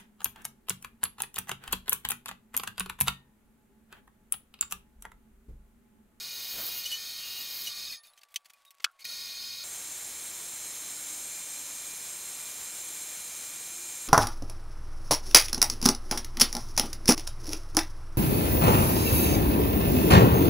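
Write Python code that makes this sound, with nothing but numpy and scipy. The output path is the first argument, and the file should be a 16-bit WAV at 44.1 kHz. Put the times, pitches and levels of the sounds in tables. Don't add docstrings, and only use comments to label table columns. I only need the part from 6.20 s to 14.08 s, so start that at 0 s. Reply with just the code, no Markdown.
import sys
import numpy as np
from scipy import signal
from scipy.fft import rfft, irfft
from scipy.io import wavfile
from scipy.ndimage import uniform_filter1d

SR = 44100
rng = np.random.default_rng(int(sys.argv[2]) if len(sys.argv) > 2 else 0)


def convert_level_to_amplitude(level_db):
    exponent = np.asarray(level_db, float) / 20
    return 10 ** exponent


def dump_mix(stems):
    frames = np.atleast_2d(stems).T
    limited = np.clip(frames, -1, 1)
    pcm = np.round(limited * 32767).astype(np.int16)
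    wavfile.write(sys.argv[1], SR, pcm)


N = 347508
T = np.arange(N) / SR

OFF_S, ON_S = 1.737, 2.842
LIFT_S = 1.5
LIGHT_DB = -47


def unit(x):
    return x / np.sqrt(np.mean(x ** 2))


def curve(rows, column):
    rows = np.array(rows)
    return np.interp(T, rows[:, 0], rows[:, column])


def fade(rows, column, fade_s=.008):
    edge = np.clip(np.minimum(T - rows[0][0], rows[-1][0] - T) / fade_s + 1, 0, 1)
    on = edge > 0
    edge[on] *= convert_level_to_amplitude(curve(rows, column)[on])
    return edge


def note(s, length, hz, db, attack, release, glide=0., depth_db=22):
    times = s + np.array([-attack, 0, length, length + release])
    levels = db - depth_db * np.array([1, 0, 0, 1])
    return np.transpose([times, hz * np.exp(glide * (times - s)), levels])


def swell(s, length, db, attack, release, depth_db):
    return fade(note(s, length, 1, db, attack, release, depth_db=depth_db), 2)


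def coloured(points, size=N):
    hz, db = np.transpose(points)
    f = np.fft.rfftfreq(size, 1 / SR) + 1
    gain = convert_level_to_amplitude(np.interp(np.log(f), np.log(hz), db))
    return unit(irfft(rfft(rng.standard_normal(size)) * gain, size))


def walk(rate):
    k = int(SR / rate / 8)
    steps = np.repeat(rng.standard_normal(N // 8 // k + 2), k)
    slow = uniform_filter1d(uniform_filter1d(steps, k), k)
    return np.repeat(unit(slow), 8)[:N]


def tone(rows, wobble_hz=1.8, overtone_db=-60, rough_db=1.5):
    gain = np.sqrt(2) * fade(rows, 2)
    on = gain > 0
    gain[on] *= convert_level_to_amplitude(rough_db * walk(200)[on])
    phase = 2 * np.pi * np.cumsum((curve(rows, 1) + wobble_hz * walk(150))[on]) / SR
    gain[on] *= np.sin(phase) + convert_level_to_amplitude(overtone_db) * np.sin(2 * phase)
    return gain


def drive(speed, tones_db, low_db, load_db, on, shaft, since_cut=0 * T):
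    # (pitch [Hz], level [dB])
    tone_table = [(2401, -60), (2756, -70), (3117, -67), (3569, -66), (4091, -66), (4764, -71), (4990, -72),
                  (5200, -66), (5356, -70), (5394, -70), (5954, -66), (6444, -58), (6541, -62), (6708, -59),
                  (6982, -69), (7144, -54), (7305, -57), (7354, -58), (7574, -61), (7978, -70), (8398, -56),
                  (9125, -67), (9539, -66), (9808, -70), (10406, -64), (10734, -62), (11047, -64),
                  (11310, -65), (12801, -73), (14287, -71), (8333, -59), (7197, -66), (6500, -67),
                  (6728, -64), (6229, -69), (8190, -68)]
    # (pitch [Hz], width [Hz], level [dB])
    housing_table = [(2290, 200, -14), (4110, 220, -11), (5380, 170, -15), (6030, 70, -7), (6270, 90, -8),
                     (6430, 60, -7), (6530, 90, -7), (7210, 50, -8), (7350, 150, -2), (7480, 60, -9),
                     (7565, 80, -4), (8200, 70, -9), (8355, 150, -1), (9220, 260, -12), (9790, 70, -15),
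                     (10790, 170, -7), (11030, 60, -11), (11285, 80, -9), (12800, 100, -18),
                     (13400, 140, -17), (14290, 60, -18), (15550, 200, -18)]
    shaft_hz, throb, jitter = 52, 0.15, 0.52
    sink_per_s, die_db_per_s = 3.6, 250
    turning = shaft * np.exp(-sink_per_s * since_cut) + 0.0004 * walk(3)
    clock = (2 * np.pi * speed * np.cumsum(turning) / SR)[on]
    turns = shaft_hz * clock + jitter * walk(10)[on]
    tones = np.zeros(N)
    for k, (hz, db) in enumerate(tone_table):
        turn = 1 + throb * np.sin(turns + 7 * rng.random())
        damped = 7000 < hz < 7200 or 7400 < hz < 8500
        change_db = load_db * (k < 2) - 4 * (T < LIFT_S) * damped + 1.5 * walk(15)
        gain = turn * convert_level_to_amplitude(db + change_db[on])
        tones[on] += gain * np.sin(hz * clock + 7 * rng.random() + jitter * walk(30)[on])
    f = np.fft.rfftfreq(N, 1 / SR) / speed
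    power = np.zeros(len(f))
    for hz, width, db in housing_table:
        db = db + low_db * ((hz < 3000) + .17 * (7450 < hz < 8500))
        steepness = np.where(f < hz, 3, 10)
        power += convert_level_to_amplitude(2 * db) / (1 + np.abs(2 * (f - hz) / width) ** steepness)
    housing = irfft(rfft(rng.standard_normal(N)) * np.sqrt(power), N)
    return unit(housing) + convert_level_to_amplitude(tones_db - die_db_per_s * since_cut) * tones / np.std(tones[on])


def running(early):
    coast_db_per_s2 = 5300
    coast = convert_level_to_amplitude(-np.minimum(coast_db_per_s2 * np.maximum(T - OFF_S + early, 0) ** 2, 90))
    return np.maximum(coast, np.clip((T - ON_S) / 0.0043, 0, 1))


def lathe():
    # (frequency [Hz], density [dB per Hz])
    air_slow = [(15, -58), (25, -19), (342, -21.5), (878, -23), (1090, -21.5), (1210, -26.5), (1870, -19),
                (2020, -21.5), (2440, -15), (2720, -17.5), (4420, -14), (6630, -14), (7180, -19.5),
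                (15700, -14)]
    # (frequency [Hz], density [dB per Hz])
    air_fast = [(15, -47), (25, -15), (1770, -9), (2320, -8.5), (2720, -10), (4080, -7.5), (4540, -11),
                (6810, -7), (7380, -10), (8910, -6.5), (10200, -8.5), (11100, -5.5), (12000, -9),
                (15700, -12)]
    # (time [s], length [s], level [dB], swell [s], fade [s])
    kick_table = [
        (1.837, 0.038, -59, .003, .025),
        (2.822, 0.0092, -53, 0.032, 0.014),
    ]
    # (time [s], pitch [Hz])
    shaft_table = [
        (3.5, 7138),
        (3.95, 7141),
        (4.4, 7133),
        (4.9, 7144),
        (5.9, 7145),
        (6.4, 7144),
        (6.85, 7136),
        (7.4, 7136),
        (7.85, 7144),
    ]
    faster_s, slow_speed, free_hz = 3.438, .5992, 7144
    cut_s, eased_s = 1.66, 5.03
    loaded_db, eased_db = -9, -2
    chisel_sag, sag_db, air_per_db = .0003, 600, 0.3

    since_cut = np.clip(T - cut_s, 0, .4) * (T < ON_S)
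    slow_shaft = 1 - chisel_sag * (T < LIFT_S)
    slow_drive = drive(slow_speed, -1.6, -12.0, loaded_db, T < faster_s + .01, slow_shaft, since_cut)
    kicks = sum(swell(s, length, db, rise, end, 15) for s, length, db, rise, end in kick_table)
    slow = convert_level_to_amplitude(-2.03) * (convert_level_to_amplitude(-41) * running(0) + kicks) * slow_drive
    dust_db = air_per_db * uniform_filter1d(np.maximum(pressure() - LIGHT_DB, 0), size=6000)
    air_gain = convert_level_to_amplitude(-65 + dust_db) * running(0.019) + convert_level_to_amplitude(-24.5) * kicks
    slow = (
        slow + convert_level_to_amplitude(20.0) * air_gain * coloured(air_slow) * convert_level_to_amplitude(0.93 * walk(29.33)))

    shaft = uniform_filter1d(curve(shaft_table, 1), size=4000) / free_hz
    load_db = np.where(T < eased_s, loaded_db, eased_db)
    fast_drive = drive(1, 0.21 + sag_db * (shaft - 1), 0, load_db, T > faster_s - .01, shaft)
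    fast = convert_level_to_amplitude(-41.5 + 0.31 * walk(2.45) - 2.1) * fast_drive
    fast = fast + convert_level_to_amplitude(-56.5 + .5 * walk(2.95) + 13.0 + 0.46 * walk(30)) * coloured(air_fast)
    share = np.clip((T - faster_s) / .004 + .5, 0, 1)
    return np.sqrt(1 - share) * slow + np.sqrt(share) * fast


def pressure():
    # (time [s], level [dB])
    cuts = [
        [(0, -54), (.12, -44), (.332, -36.5), (.388, -35.5), (.48, -30.5), (.51, -39), (.59, -32), (.62, -42.5),
         (.79, -49)],
        [(.8, -50), (1.234, -39.5), (1.26, -46), (1.424, -38), (1.48, -43), (1.498, -53), (1.55, -60)],
    ]
    return curve(cuts[0] + cuts[1], 1)


def chisel():
    # (frequency [Hz], density [dB per Hz])
    shaving_points = [(5000, -30), (10500, -11), (11200, 3.5), (12300, 2), (13200, 6), (13800, 4),
                      (14500, 9), (15000, 7), (15700, 0)]
    # (frequency [Hz], density [dB per Hz])
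    scrape_points = [(500, -43), (2000, -12), (6000, -5), (10500, -7), (14000, -9)]
    # (frequency [Hz], density [dB per Hz])
    judder_points = [(25, -4), (300, -1), (1000, -1.5), (2000, -2.5), (3500, -11)]
    # (time [s], length [s], pitch [Hz], level [dB], scrape level [dB])
    squeal_table = [
        (0.659, 0.0037, 2945, -34.5, -42),
        (0.711, 0.011, 2940, -37.5, -47),
        (.728, 0.0064, 2950, -33.5, -49),
        (0.744, 0.011, 2960, -39, -52),
        (1.473, 0.0037, 2930, -35.5, -41),
    ]
    # (time [s], length [s], level [dB])
    dig_table = [
        (.345, .02, -58),
        (.38, 0.031, -47),
        (.428, .004, -54),
        (0.448, .006, -53),
        (.478, 0.015, -54),
    ]
    # (time [s], length [s], pitch [Hz], level [dB])
    shank_table = [(0.65, 0.13, 13180, -52), (1.2, .04, 13170, -58), (1.31, 0.11, 13200, -48),
                   (.53, .09, 2842, -51), (1.04, 0.086, 2840, -49), (1.185, .01, 2850, -46.5),
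                   (1.04, .2, 2577, -58), (1.28, .1, 2845, -58), (0.25, 1.2, 3110, -57.5),
                   (0.092, 1.55, 3626, -58.5), (.3, 1.15, 5355, -61), (.3, 1.15, 4635, -63),
                   (.3, 1.15, 3370, -65), (.3, 1.15, 3845, -60), (0.055, 0.43, 2880, -58)]
    # (time [s], length [s], pitch [Hz], level [dB])
    rest_table = [
        (1.5, .1, 1185, -65),
        (0.735, 0.06, 1812, -57),
        (1.775, 0.01, 1822, -65.5),
        (.9, 0.67, 1822, -74),
        (3.5, 4.4, 1886, -75),
        (0, .3, 1126, -69.5),
        (.45, 0.4, 1130, -71),
        (1, 0.68, 1140, -68.5),
        (3, 0.39, 1122, -68.5),
    ]
    # (time [s], pitch [Hz], level [dB])
    hum_table = [(3.5, 335, -72), (3.9, 310, -72), (4.3, 350, -69), (4.6, 300, -72), (5.15, 300, -69.5),
                 (5.5, 280, -70.5), (6.0, 280, -77), (6.8, 320, -72), (7.2, 295, -73), (7.6, 348, -70),
                 (7.88, 320, -75)]
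    scrape_db, judder_db, judder_per_db = -55, -66, 0.77

    push = pressure()
    touch = np.clip((LIFT_S - T) / .05 + 1, 0, 1)
    shavings = convert_level_to_amplitude(1.7 * walk(150) - 4.0 + push) * touch * coloured(shaving_points)
    grab = sum(swell(s, length, db, 0.035, 0.024, 15) for s, length, _, _, db in squeal_table)
    scrape_gain = convert_level_to_amplitude(scrape_db + 1.3 * walk(11.4)) * touch + grab
    scrape = convert_level_to_amplitude(2.0 * walk(100) - 1.0) * scrape_gain * coloured(scrape_points)
    dig = sum(swell(s, length, db, .015, .008, 10) for s, length, db in dig_table)
    shake = convert_level_to_amplitude(judder_db + judder_per_db * np.maximum(push - LIGHT_DB, 0)) * touch + dig + convert_level_to_amplitude(-24) * grab
    judder = convert_level_to_amplitude(1.9 * walk(400) - .8) * shake * coloured(judder_points)
    chatter = sum(tone(note(s, length, hz, db, .009, 0.027, glide=0.12),
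                       wobble_hz=18.0, overtone_db=-8.5, rough_db=2.5) for s, length, hz, db, _ in squeal_table)
    shank = sum(tone(note(*row, .08, 0.067, depth_db=17), wobble_hz=(row[2] / 1700) ** 2, rough_db=2.5)
                for row in shank_table)
    rest = sum(tone(note(*row, 0.1, 0.1, depth_db=17), wobble_hz=3.9) for row in rest_table)
    hum = convert_level_to_amplitude(2.4 * walk(8)) * tone(hum_table, wobble_hz=12.0)
    return shavings + scrape + judder + chatter + shank + rest + hum


def burst(treble_db, bass_db, t60, rise, crackle_db=2.7):
    t = T[:8192]
    noise = coloured([(30, bass_db - 9.0), (400, bass_db - 8.0), (1000, bass_db + 3.0), (2500, 0.87), (6000, -3.5),
                      (11000, treble_db + 0.5), (16000, treble_db - 2.0)], size=8192)
    crackle = convert_level_to_amplitude(crackle_db * uniform_filter1d(np.repeat(rng.standard_normal(128), 64), size=48))
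    onset = np.minimum(t / max(rise, 1e-4), 1) ** .5
    return noise * crackle * onset * convert_level_to_amplitude(-60 * np.maximum(t - rise, 0) / max(t60, .003))


def add(out, s, x):
    i = int(s * SR)
    out[i:i + len(x)] += x


def rustles():
    # (time [s], peak [dB], treble [dB], t60 [s])
    tick_table = [(1.729, -35, -6, .02), (.718, -27, -5, .01), (.658, -39, -4, .01), (1.8345, -47, -1, .02),
                  (1.843, -52, 2, .012), (1.853, -54, 4, .015), (1.859, -55, 3, .012),
                  (1.8705, -44, 5, .018), (1.882, -54, 4, .012), (1.901, -55, 3, .015),
                  (1.9345, -52, -2, .03), (2.017, -52, -10, .03), (2.033, -42, -8, .03),
                  (2.051, -58, -8, .015), (2.0857, -57, -6, .05), (2.109, -57, -3, .02),
                  (2.142, -35, -1.5, 0.032), (2.335, -41, 4, .006), (2.336, -51, -3, .05),
                  (2.4504, -47, -2, .04), (2.506, -41, -3, 0.042), (2.5445, -53, -14, .012),
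                  (2.550, -54, -3, .012), (2.714, -58, 6, .02), (2.720, -60, 4, .015),
                  (2.765, -63, -22, .015), (2.852, -26, -1, .012), (2.603, -43, -17, .03),
                  (2.793, -52, -6, .03), (2.572, -60, -18, .012), (2.206, -62, 0, .015),
                  (2.217, -62, 0, .012)]
    # (time [s], peak [dB], treble [dB], rise [s])
    brush_table = [(1.839, -58, -7, 0.026), (1.955, -62, -4, .02), (1.974, -50, -7, .005),
                   (1.983, -52, -7, .006), (2.011, -55, -6, 0.006), (2.095, -63, -8, .012),
                   (2.114, -55, 0, 0.01), (2.150, -48, -4, 0.0067), (2.245, -53, -6, .004),
                   (2.253, -46, -7, 0.0086), (2.28, -64, -3, .01), (2.296, -46.5, -8, 0.009),
                   (2.35, -63, -9, .04), (2.39, -63, -9, .03), (2.458, -60, -2, .025),
                   (2.565, -65, -10, .01), (2.582, -56, -8, .003), (2.598, -50, -17, .004),
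                   (2.61, -51.5, -4, 0.023), (2.792, -46, -4.5, 0.022)]
    dull_bass = 0.93
    out = np.zeros(N)
    for s, db, treble_db, t60 in tick_table:
        bass_db = -20.5 - dull_bass * treble_db
        add(out, s, convert_level_to_amplitude(db - 6.5) * burst(treble_db, bass_db, t60, .0006, crackle_db=1.0))
    for s, db, treble_db, rise in brush_table:
        t60 = 0.02 + 1.8 * rise
        add(out, s, convert_level_to_amplitude(db - 7.0) * burst(treble_db, -18 - dull_bass * treble_db, t60, rise))
    return out


def knocks():
    # (time [s], peak [dB], treble [dB], crack t60 [s], bass edge [Hz])
    knock_table = [
        (2.1593, -15, -12, 0.033, 1900),
        (2.643, -4, -18, 0.024, 650),
    ]
    # (pitch [Hz], level [dB], t60 [s])
    latch_modes = [(2590, -14, .035), (3140, -1, .034), (3397, -15, 0.043), (4581, -3, .016),
                   (5792, -6, .024), (6164, 0.5, 0.027), (7200, -14, .03), (8280, -8, .016),
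                   (8834, -14, .026), (9921, -16, .028), (12210, -17, .024)]
    # (pitch [Hz], level [dB], t60 [s])
    bed_modes = [(1150, -5.5, .016), (1400, 0.5, 0.03), (1715, -0.5, 0.022), (2245, -7, 0.025),
                 (2566, 2, 0.029), (3040, 2.5, 0.021), (3373, -6, 0.04), (3680, -6, .022),
                 (4110, -16, 0.024), (5260, -11, 0.028), (5916, -14, .021), (7354, -18, 0.025),
                 (9028, -18, .022), (10540, -11, 0.02)]
    out, t = np.zeros(N), T[:8192]
    for blow, modes, ring_db in zip(knock_table, (latch_modes, bed_modes), (-4.0, -3.0)):
        s, db, treble_db, t60, edge_hz = blow
        bass_db = -19.0
        ring = sum(convert_level_to_amplitude(g - 60 * t / d) * np.sin(2 * np.pi * hz * t + 7 * rng.random()) for hz, g, d in modes)
        ring = ring / np.abs(ring).max() * np.minimum(t / 0.0018, 1)
        crack = convert_level_to_amplitude(-13.0) * burst(treble_db, bass_db, t60, 0.0012, crackle_db=1.5)
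        tail = convert_level_to_amplitude(-39.0) * burst(treble_db - 9.0, bass_db + 8.0, 0.054, 0.003, crackle_db=1.2)
        far = convert_level_to_amplitude(-60.0) * burst(treble_db - 17.5, bass_db + 22.0, 0.2, 0.01, crackle_db=1.2)
        knock = convert_level_to_amplitude(ring_db) * ring + crack + tail + far
        thin = signal.butter(3, edge_hz, "high", fs=SR, output="sos")
        add(out, s, convert_level_to_amplitude(db) * (signal.sosfilt(thin, knock) + convert_level_to_amplitude(-14.5) * knock))
    return out


def small_rings():
    # (time [s], pitch [Hz], level [dB], length [s])
    ring_table = [(2.335, 2460, -60, .016), (2.462, 3760, -58, 0.013), (2.478, 3770, -57, .016),
                  (2.601, 1330, -54, .009), (2.9, 1400, -50, .01), (2.603, 2050, -48, .005),
                  (2.852, 2450, -40.5, .01), (2.85, 1900, -48, .016), (2.665, 1350, -37, .0035),
                  (2.655, 1350, -46, .01), (2.675, 1450, -45, .004), (2.682, 1400, -53, .012),
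                  (2.697, 1300, -53, .005), (2.688, 1600, -61, .01), (2.708, 1450, -63, .008),
                  (1.733, 2460, -44, .01), (1.866, 3600, -62, .035), (1.8, 3600, -66, .02),
                  (1.934, 3950, -62, .008), (3.4, 1400, -56, .017), (2.79, 2160, -58, 0.045),
                  (1.848, 2450, -58, .014), (1.835, 4450, -56, .012), (1.977, 3100, -60, .014),
                  (1.98, 6200, -61, .01), (2.016, 4550, -57, .005), (2.034, 4500, -51, 0.0044),
                  (2.034, 2600, -56, .005), (2.087, 2200, -68, .012), (2.255, 4600, -59, .008),
                  (2.6, 2200, -57, .007), (2.508, 5400, -60, .01), (2.582, 4900, -64, .005),
                  (2.815, 4400, -57, .012), (1.461, 5850, -41, .02), (1.465, 2450, -48, .016),
                  (1.468, 3850, -45, .022), (.51, 3860, -39.5, .025), (.445, 4400, -42, .025),
                  (.738, 2450, -44, .018), (1.885, 4400, -62, .02), (2.3, 2150, -58, .007),
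                  (2.301, 3400, -60, .008), (2.26, 2300, -61, .006), (2.355, 2460, -72, .025),
                  (2.12, 2250, -68, .01), (2.117, 3300, -65, .01), (2.115, 4700, -69, .01),
                  (2.602, 3700, -58, .008), (.652, 3200, -47, .02), (.712, 3200, -46, .02),
                  (1.465, 3200, -48, .02), (2.82, 2300, -56, .012), (2.144, 3700, -58, .008),
                  (2.142, 5200, -54, .008)]
    out, t = np.zeros(N), T[:8192]
    for s, hz, db, length in ring_table:
        rough = uniform_filter1d(np.repeat(rng.standard_normal((2, 64)), 128, axis=1), size=128)
        envelope = convert_level_to_amplitude(db + 2.4 * rough[0]) * np.minimum(t / 0.0016, 1) * np.exp(-(t / length) ** 2)
        add(out, s, envelope * np.sin(2 * np.pi * hz * t + 0.52 * rough[1]))
    return out


def run_down():
    # (time [s], length [s], start pitch [Hz], level [dB])
    pass_table = [
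        (1.702, 0.01, 5070, -44),
        (1.718, .008, 4430, -41),
        (1.665, 0.022, 3870, -47),
        (1.704, .006, 2480, -45),
        (1.736, 0.004, 2020, -51),
        (1.753, .002, 1920, -58),
        (1.74, 0.004, 3630, -47.5),
        (1.692, .006, 5300, -50),
    ]
    return sum(tone(note(*row, .012, .014, glide=-2.3, depth_db=16), wobble_hz=35.0, rough_db=2.5)
               for row in pass_table)


def fan():
    start_s, end_s, start_hz, drag_per_s, level_db = .5, 3.42, 1307, .082, -73.5
    times = np.linspace(start_s, end_s, num=40)
    pitch = start_hz / (1 + drag_per_s * (times - start_s))
    return convert_level_to_amplitude(1.8 * walk(24.9)) * tone(np.transpose([times, pitch, level_db + 0 * times]), wobble_hz=3.0)


def guard():
    # (time [s], length [s], pitch [Hz], level [dB])
    guard_table = [
        (1.74, .06, 10550, -64),
        (1.84, .06, 10550, -70),
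        (1.76, .05, 10050, -68),
        (1.85, .04, 10250, -70),
        (2.86, .03, 10550, -58),
    ]
    return sum(tone(note(*row, .01, .05, depth_db=12), wobble_hz=30.0, rough_db=2.0) for row in guard_table)


def shop():
    # (frequency [Hz], density [dB per Hz])
    shop_points = [(25, -9), (220, -20), (420, -13.5), (600, 0.5), (1500, -2.5), (4000, -8.5),
                   (6000, -14.5), (9000, -12), (15700, -25)]
    return convert_level_to_amplitude(-72.5 + 1.8 * walk(40)) * coloured(shop_points)


def split(mid):
    # (time [s], low edge [Hz], high edge [Hz])
    split_table = [(3.655, 4100, 5300), (3.725, 5600, 7700), (3.725, 12300, 15300), (3.865, 8900, 11200),
                   (4.45, 4100, 5300), (5.1, 9500, 11200), (5.1, 13000, 14600), (5.17, 14400, 16000),
                   (5.47, 4100, 5300), (6.095, 11600, 13300), (6.305, 4100, 5300), (6.305, 10900, 13900),
                   (7.35, 10900, 12500)]
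    length_s, level_db = .046, -2.5
    side, size = np.zeros(N), int(length_s * SR)
    f = np.fft.rfftfreq(size, 1 / SR)
    for s, low_hz, high_hz in split_table:
        i = int((s + .2) * SR)
        patch = irfft(rfft(mid[i:i + size]) * (f > low_hz) * (f < high_hz), size)
        add(side, s - length_s / 2, convert_level_to_amplitude(level_db) * np.hanning(size) * patch)
    return mid + side * np.array([[1], [-1]])


def scene():
    hands = rustles() + knocks() + small_rings()
    return split(lathe() + chisel() + hands + run_down() + fan() + guard() + shop())


def band_limit(x):
    return signal.sosfilt(signal.butter(12, 16690, fs=SR, output="sos"), x)


def record(dry):
    limit, top_hz = .42, 15740
    rounded = limit * np.tanh(dry / limit)
    above = np.clip((np.fft.rfftfreq(N, 1 / SR) - top_hz) / 120, 0, 1)
    mix = irfft(rfft(rounded) * convert_level_to_amplitude(-80 * above), N)
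    return band_limit(mix)


dry = scene()
out = record(dry)
dump_mix(out)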